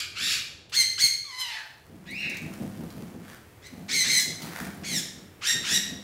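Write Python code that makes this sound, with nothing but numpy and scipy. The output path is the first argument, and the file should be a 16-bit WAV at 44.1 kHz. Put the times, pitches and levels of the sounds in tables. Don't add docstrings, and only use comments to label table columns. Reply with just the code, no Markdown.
import sys
import numpy as np
from scipy import signal
from scipy.fft import rfft, irfft, next_fast_len
from scipy.io import wavfile
from scipy.ndimage import uniform_filter1d

SR = 44100
rng = np.random.default_rng(int(sys.argv[2]) if len(sys.argv) > 2 else 0)


def generate_wav(sig):
    pcm = np.round(np.clip(np.atleast_2d(sig).T, -1, 1) * 32767).astype(np.int16)
    wavfile.write(sys.argv[1], SR, pcm)


N = 266143
TIME = np.arange(N) / SR


def gain_of(db):
    return 10 ** (np.asarray(db) / 20)


def unit_rms(x):
    return x / np.sqrt(np.mean(x ** 2) + 1e-20)


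def at_frequency(points, hz):
    f, value = np.transpose(points)
    return np.interp(np.log(hz + 1), np.log(f + 1), value)


def add(mix, start, sound):
    part = mix[max(round(start * SR), 0):][:len(sound)]
    part += sound[:len(part)]


def ramp(t, start, end):
    return np.clip((t - start) / max(end - start, 1 / SR), 0, 1)


def swell(centre, db, sigma, t=TIME):
    return gain_of(db) * np.exp(-.5 * ((t - centre) / sigma) ** 2)


def filtered(x, spectrum):
    size = next_fast_len(len(x) + 1024)
    hz = np.fft.rfftfreq(size, 1 / SR)
    low_cut = 1 + (spectrum[0][0] / (hz + 1)) ** 4
    high_cut = 1 + (hz / spectrum[-1][0] / 2) ** 4
    response = gain_of(at_frequency(spectrum, hz)) / np.sqrt(low_cut * high_cut)
    return irfft(rfft(x, size) * response, size)[:len(x)]


def noise(spectrum):
    return unit_rms(filtered(rng.standard_normal(N), spectrum))


def wobble(size, hz):
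    f = np.fft.rfftfreq(SR, 1 / SR)
    return unit_rms(irfft(rfft(rng.standard_normal(SR)) / np.sqrt(1 + (f / hz) ** 4), SR)[:size])


HUM, HUM_DB = [(25, -14), (60, -7), (90, 2), (130, -1), (200, -12), (380, -9), (700, -17.5),
               (1200, -23.5)], -54
# (t/s, level/dB)
HISS, HISS_RISE = ([(400, 0), (900, -9), (2000, -8), (4000, -18.5), (15500, -20)],
                   [(.7, -79), (1.6, -68.5), (3.5, -57.5)])


def background(dip_at_s=1.5, dip_sigma_s=0.26, dip_db=9.5):
    hum = gain_of(HUM_DB - dip_db * swell(dip_at_s, 0, dip_sigma_s)) * noise(HUM)
    hiss = gain_of(np.interp(TIME, *np.transpose(HISS_RISE))) * noise(HISS)
    return hum + hiss


def syrinx(hz, rough, jitter=0.0458, shimmer=1.63, subharmonic=0.7, rattle_hz=140, rattle_depth=0.14):
    rough, size = np.clip(rough, 0, 1), len(hz)
    detuning = rough * (jitter * wobble(size, 330) + 0.02746 * wobble(size, 73))
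    phase = 2 * np.pi * np.cumsum(hz * (1 + detuning)) / SR
    tone = np.zeros(size)
    for k in np.arange(2, 29) / 2:
        amplitude = 1 if k % 1 == 0 else subharmonic * rough
        depth = shimmer * rough * min(1, 0.58 + k / 4)
        flutter = 1 + depth * (wobble(size, 190) + 1j * wobble(size, 190))
        partial = flutter * np.exp(1j * (k * phase + rng.uniform(0, 2 * np.pi)))
        tone += amplitude * (k * hz < SR / 2) * partial.real
    tone *= np.sqrt(4 * hz / SR / (1 + 2 * (shimmer * rough) ** 2))
    chaos = unit_rms(rng.standard_normal(size) * (1 + np.cos(phase)))
    flow = np.sqrt(1 - rough ** 4) * tone + rough ** 2 * chaos
    slaps = np.cos(2 * np.pi * np.cumsum(rattle_hz * (1 + 0.295 * wobble(size, 81))) / SR)
    return flow * (1 + rattle_depth * slaps) ** 0.46


def vocal_tract(source, throat, tilt, level_db):
    size = len(source)
    hz, frame_s, spectra = signal.stft(filtered(source, throat), SR, nperseg=256)
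    octaves = np.log2(np.maximum(hz, 800) / 4000)[:, None]
    tilt_db = octaves * np.interp(frame_s, TIME[:size], tilt)
    voice = signal.istft(spectra * gain_of(tilt_db), SR, nperseg=256)[1][:size]
    voice /= np.sqrt(uniform_filter1d(voice ** 2, size=900) + 1e-12)
    return voice * gain_of(level_db) * signal.windows.tukey(size, .04)


def squawk(start, glide, climax, end, peak_db, swell_db, from_hz, top_hz, sag,
           from_rough, top_rough, from_tilt, top_tilt, throat):
    t = np.arange(start, end, 1 / SR)
    swelling, release = ramp(t, start, climax), ramp(t, climax, end)
    glide_hz = from_hz + (top_hz - from_hz) * ramp(t, start, start + glide)
    hz = glide_hz * (1 - sag * ramp(t, start + glide, end) ** 1.7)
    octaves_below = np.log2(top_hz / glide_hz)
    attack_db = 20 * np.log10(ramp(t, start, start + 0.24 * glide) + 1e-6)
    level_db = peak_db + attack_db - swell_db * (1 - swelling) - 10.5 * octaves_below - 12 * release
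    rough = from_rough + (top_rough - from_rough) * swelling ** 2
    rough += 0.56 * octaves_below + 0.5 * release ** 2
    tilt = from_tilt + (top_tilt - from_tilt) * swelling - 10 * octaves_below
    return vocal_tract(syrinx(hz, rough), throat, tilt, level_db)


# f/Hz, level/dB
RASP_THROAT = [(700, -42), (1250, -8), (1900, -11), (2300, 1), (2800, -2), (3600, -4), (4600, 0),
               (5400, -6), (6400, -10), (7400, -7.5), (8600, -18.5), (10800, -16), (13000, -22),
               (15500, -29.5)]
SCREECH_THROAT = [(700, -20.5), (1400, -9.5), (2100, -6.5), (3300, -1), (3800, -7.5), (4350, 6.5),
                  (4900, -1), (6400, -4), (7400, -4), (8400, -8.5), (9500, -14), (13000, -19), (15300, -21)]
CHIRP_THROAT = [(900, -47), (1700, 3), (2200, 9.5), (2820, 6), (3150, -10), (3800, 1.5), (5300, -11),
                (7700, -20.5), (9800, -31), (15000, -27)]
SQUAWK_THROAT = [(600, -22), (1300, -11), (2250, 4), (2900, -2.5), (4150, 4), (5000, 4), (6100, 3),
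                 (8000, 0), (9200, -9.5), (10500, -8.5), (15500, -16)]
LOW_SQUAWK_THROAT = [(600, -27), (1300, -6), (1880, -2.5), (2500, 3.5), (3800, 3.5), (5600, 5.5),
                     (7500, 3.5), (8800, -2.5), (11500, -5.5), (15500, -13)]
# start t/s, glide duration/s, climax t/s, end t/s, relative climax level/dB, swell/dB,
# start f/Hz, top f/Hz, fractional sag in pitch, roughness at start and at climax,
# spectral tilt/(dB per octave) at start and at climax, throat response
CALLS = [(0, 0.016, 0.012, 0.061, -29.5, -7, 1634, 1674, 0.075, 1.03, 0.78, 3.5, -2, RASP_THROAT),
         (.145, .1, 0.33, .398, -24, 5, 1250, 1869, .09, 0.46, 0.84, -0.5, 0, RASP_THROAT),
         (0.717, 0.05, .814, .84, -15.5, 9.5, 931, 2134, .06, 0.28, 0.23, 3.5, -0.5, SCREECH_THROAT),
         (.974, 0.042, 1.052, 1.078, -14, 10.5, 1193, 2196, 0.049, 0.35, 0.18, 1.5, 1, SCREECH_THROAT),
         (2.05, 0.14, 2.255, 2.385, -30, 6.5, 1546, 2783, 0.31, 0.11, 0.67, 9, -3.5, CHIRP_THROAT),
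         (3.615, 0.049, 3.668, 3.685, -43, 9.5, 1594, 2043, 0.019, .6, .55, -6, -4, SQUAWK_THROAT),
         (3.88, .06, 4.02, 4.04, -20.5, 5.5, 1255, 2151, 0.083, 0.56, 0.29, 0, -1, SQUAWK_THROAT),
         (4.03, 0.069, 4.185, 4.207, -18, 8, 1539, 2112, .075, 0.63, 0.28, -3, .5, SQUAWK_THROAT),
         (4.198, 0.0037, 4.225, 4.25, -28, -2, 1753, 1720, 0.038, 0.23, 0.12, 4, 2.5, SQUAWK_THROAT),
         (4.832, 0.022, 4.98, 5.008, -25, 11.5, 1596, 2266, 0.32, 0.59, 0.24, -5, 0, LOW_SQUAWK_THROAT),
         (5.406, .07, 5.51, 5.537, -18, 12.5, 943, 1885, 0.0081, 0.45, .3, -2, -3.5, LOW_SQUAWK_THROAT),
         (5.62, 0.12, 5.767, 5.788, -19, 10.5, 1303, 1914, 0.041, 0.66, 0.29, -2.5, -2.5, LOW_SQUAWK_THROAT)]


def squawks():
    out = np.zeros(N)
    for start, *settings in CALLS:
        add(out, start, squawk(start, *settings))
    return out


# peak t/s, relative level/dB
WING_BEATS = [(.22, -48), (1.919, -45.5), (2.09, -44), (2.265, -40), (2.439, -36), (2.608, -34),
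              (2.802, -36.5), (2.983, -37), (3.134, -42.5), (3.759, -41), (3.925, -44), (4.095, -40.5),
              (4.28, -40.5), (4.439, -40), (4.625, -38.5), (4.79, -41.5), (4.937, -36.5), (5.175, -47),
              (5.563, -40), (5.725, -39), (5.905, -41)]
# f/Hz, level/dB
WHOOSH = [(25, -34), (55, -15.5), (90, -7), (140, -7), (200, 4.5), (270, -2.5), (350, -9.5), (800, -22.5),
          (3000, -93)]
SWISH = [(300, -10.5), (700, 5.5), (1800, -1.5), (3500, -7.5), (15500, -11)]
CLOTH = [(400, -1.5), (900, -3.5), (1600, 4.5), (2800, -8), (15000, -15.5)]
# t/s, relative level/dB, sigma/s
FEATHER_SCRAPES = [(1.635, -59.5, 0.12), (4.463, -46.5, 0.044), (4.623, -49, 0.036)]
# t/s, relative level/dB, sigma/s
CLOTH_BRUSHES = [(3.305, -50, 0.06), (4.585, -42, .075)]


def wings(rise_s=0.025, fall_s=0.047, swish_db=-17.5, swish_s=0.075, flutter_db=3, crackle_db=4):
    push = sum(swell(s, db, np.where(TIME < s, rise_s, fall_s)) for s, db in WING_BEATS)
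    slide = sum(swell(s, db + swish_db, swish_s) for s, db in WING_BEATS)
    slide += sum(swell(*row) for row in FEATHER_SCRAPES)
    brush = sum(swell(*row) for row in CLOTH_BRUSHES)
    flutter = unit_rms(gain_of(flutter_db * noise([(10, -10), (45, -23), (120, -63)])))
    crackle = unit_rms(gain_of(crackle_db * noise([(15, -5), (150, -3.5), (900, -60)])))
    return push * flutter * noise(WHOOSH) + crackle * (slide * noise(SWISH) + brush * noise(CLOTH))


# t/s, relative level/dB, f/Hz, decay time constant/s
CLICKS = [(0.696, -50, 2700, 0.013), (2.109, -46, 8500, 0.0079), (2.297, -38.5, 5800, 0.0075),
          (2.345, -46, 6500, .005), (2.37, -37, 5640, 0.0051), (2.537, -38.5, 2220, 0.0045),
          (2.903, -46, 4460, 0.0063), (3.299, -36, 1485, 0.0016), (3.668, -45.5, 7000, 0.0039),
          (4.42, -38.5, 4240, 0.016), (4.746, -51, 7980, 0.0095)]


def clicks():
    out, t = np.zeros(N), np.arange(SR // 8) / SR
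    for start, db, hz, decay in CLICKS:
        band = [(hz / 2, -10), (hz, 0), (hz * 2, -11)]
        ring = unit_rms(filtered(rng.standard_normal(len(t)), band))
        add(out, start, gain_of(db) * ring * np.exp(-t / decay))
    return out


def beak_resonance(x, hz, width_hz):
    carrier = np.exp(2j * np.pi * np.cumsum(hz) / SR)
    pole = np.exp(-np.pi * width_hz / SR)
    return 2 * (carrier * signal.lfilter([1 - pole], [1, -pole], x / carrier)).real


# t/s, f/Hz
WHINE_PITCH = [(1.24, 1233), (1.326, 1000), (1.404, 1033), (1.508, 922), (1.518, 867), (1.54, 906),
               (1.625, 816)]
# f/Hz, level/dB
WHINE_THROAT = [(600, -5), (930, -3), (1400, -1), (2000, 3), (2900, -2), (4100, 4.5), (6200, -4),
                (7300, -8.5), (9000, -11), (15000, -17)]


def whine(attack_s=0.093, release_s=0.096, gape_at_s=1.408, close_at_s=1.417, fall_hz_per_s=8600):
    times, pitch = np.transpose(WHINE_PITCH)
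    start, end = times[0], times[-1]
    t = np.arange(start, end, 1 / SR)
    gape = swell(gape_at_s, 0, 0.017, t)
    closing_s = np.maximum(t - close_at_s, 0)
    held = np.minimum(ramp(t, start, start + attack_s), 1 - ramp(t, end - release_s, end) ** 2)
    level_db = -39.5 - 11 * (1 - held) + 11.5 * gape
    source = syrinx(np.interp(t, times, pitch), rough=0.168 + 1.8 * closing_s)
    voice = vocal_tract(source, WHINE_THROAT, tilt=-2.5 + 3.8 * gape, level_db=level_db)
    formant = beak_resonance(voice, hz=3240 - fall_hz_per_s * closing_s, width_hz=250)
    out = np.zeros(N)
    add(out, start, voice + 3.7 * ramp(t, gape_at_s, close_at_s) * formant)
    return out


# f/Hz, T60/s
ROOM_T60 = [(100, 0.75), (400, 1), (1200, 0.66), (4000, 0.62), (8000, 0.5), (15000, 0.44)]
# delay t/s, level/dB
REFLECTIONS = [(.0034, -29.5), (.0071, -13), (0.0146, -9.5)]


def shop(x, wet_db, build_s=0.013):
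    taps = rng.choice([-1., 1.], SR) * (rng.random(SR) < .15)
    hz, t, spectra = signal.stft(taps, SR, nperseg=256)
    decay = gain_of(-60 * t / at_frequency(ROOM_T60, hz)[:, None])
    tail = signal.istft(spectra * decay, SR, nperseg=256)[1]
    tail *= 1 - np.exp(-np.arange(len(tail)) / SR / build_s)
    response = gain_of(wet_db) * tail / np.linalg.norm(tail)
    response[0] += 1
    for delay, db in REFLECTIONS:
        add(response, delay * rng.uniform(.9, 1.1), gain_of([db]))
    return signal.fftconvolve(x, response)[:N]


def scene():
    voice = gain_of(-2.5) * shop(squawks() + whine(), wet_db=-3.5)
    wings_and_clicks = gain_of(-0.5) * shop(wings() + clicks(), wet_db=-4.5)
    return (voice + wings_and_clicks + background())[None]


def record(dry, asymmetry=0.48, cutoff_hz=15800):
    distortion = signal.sosfilt(signal.butter(2, 60, "high", fs=SR, output="sos"), dry ** 2)
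    low_pass = signal.firwin(511, cutoff_hz, window=("kaiser", 9), fs=SR)
    return signal.oaconvolve(dry - asymmetry * distortion, low_pass[None], "same")


dry = scene()
out = record(dry)
generate_wav(out)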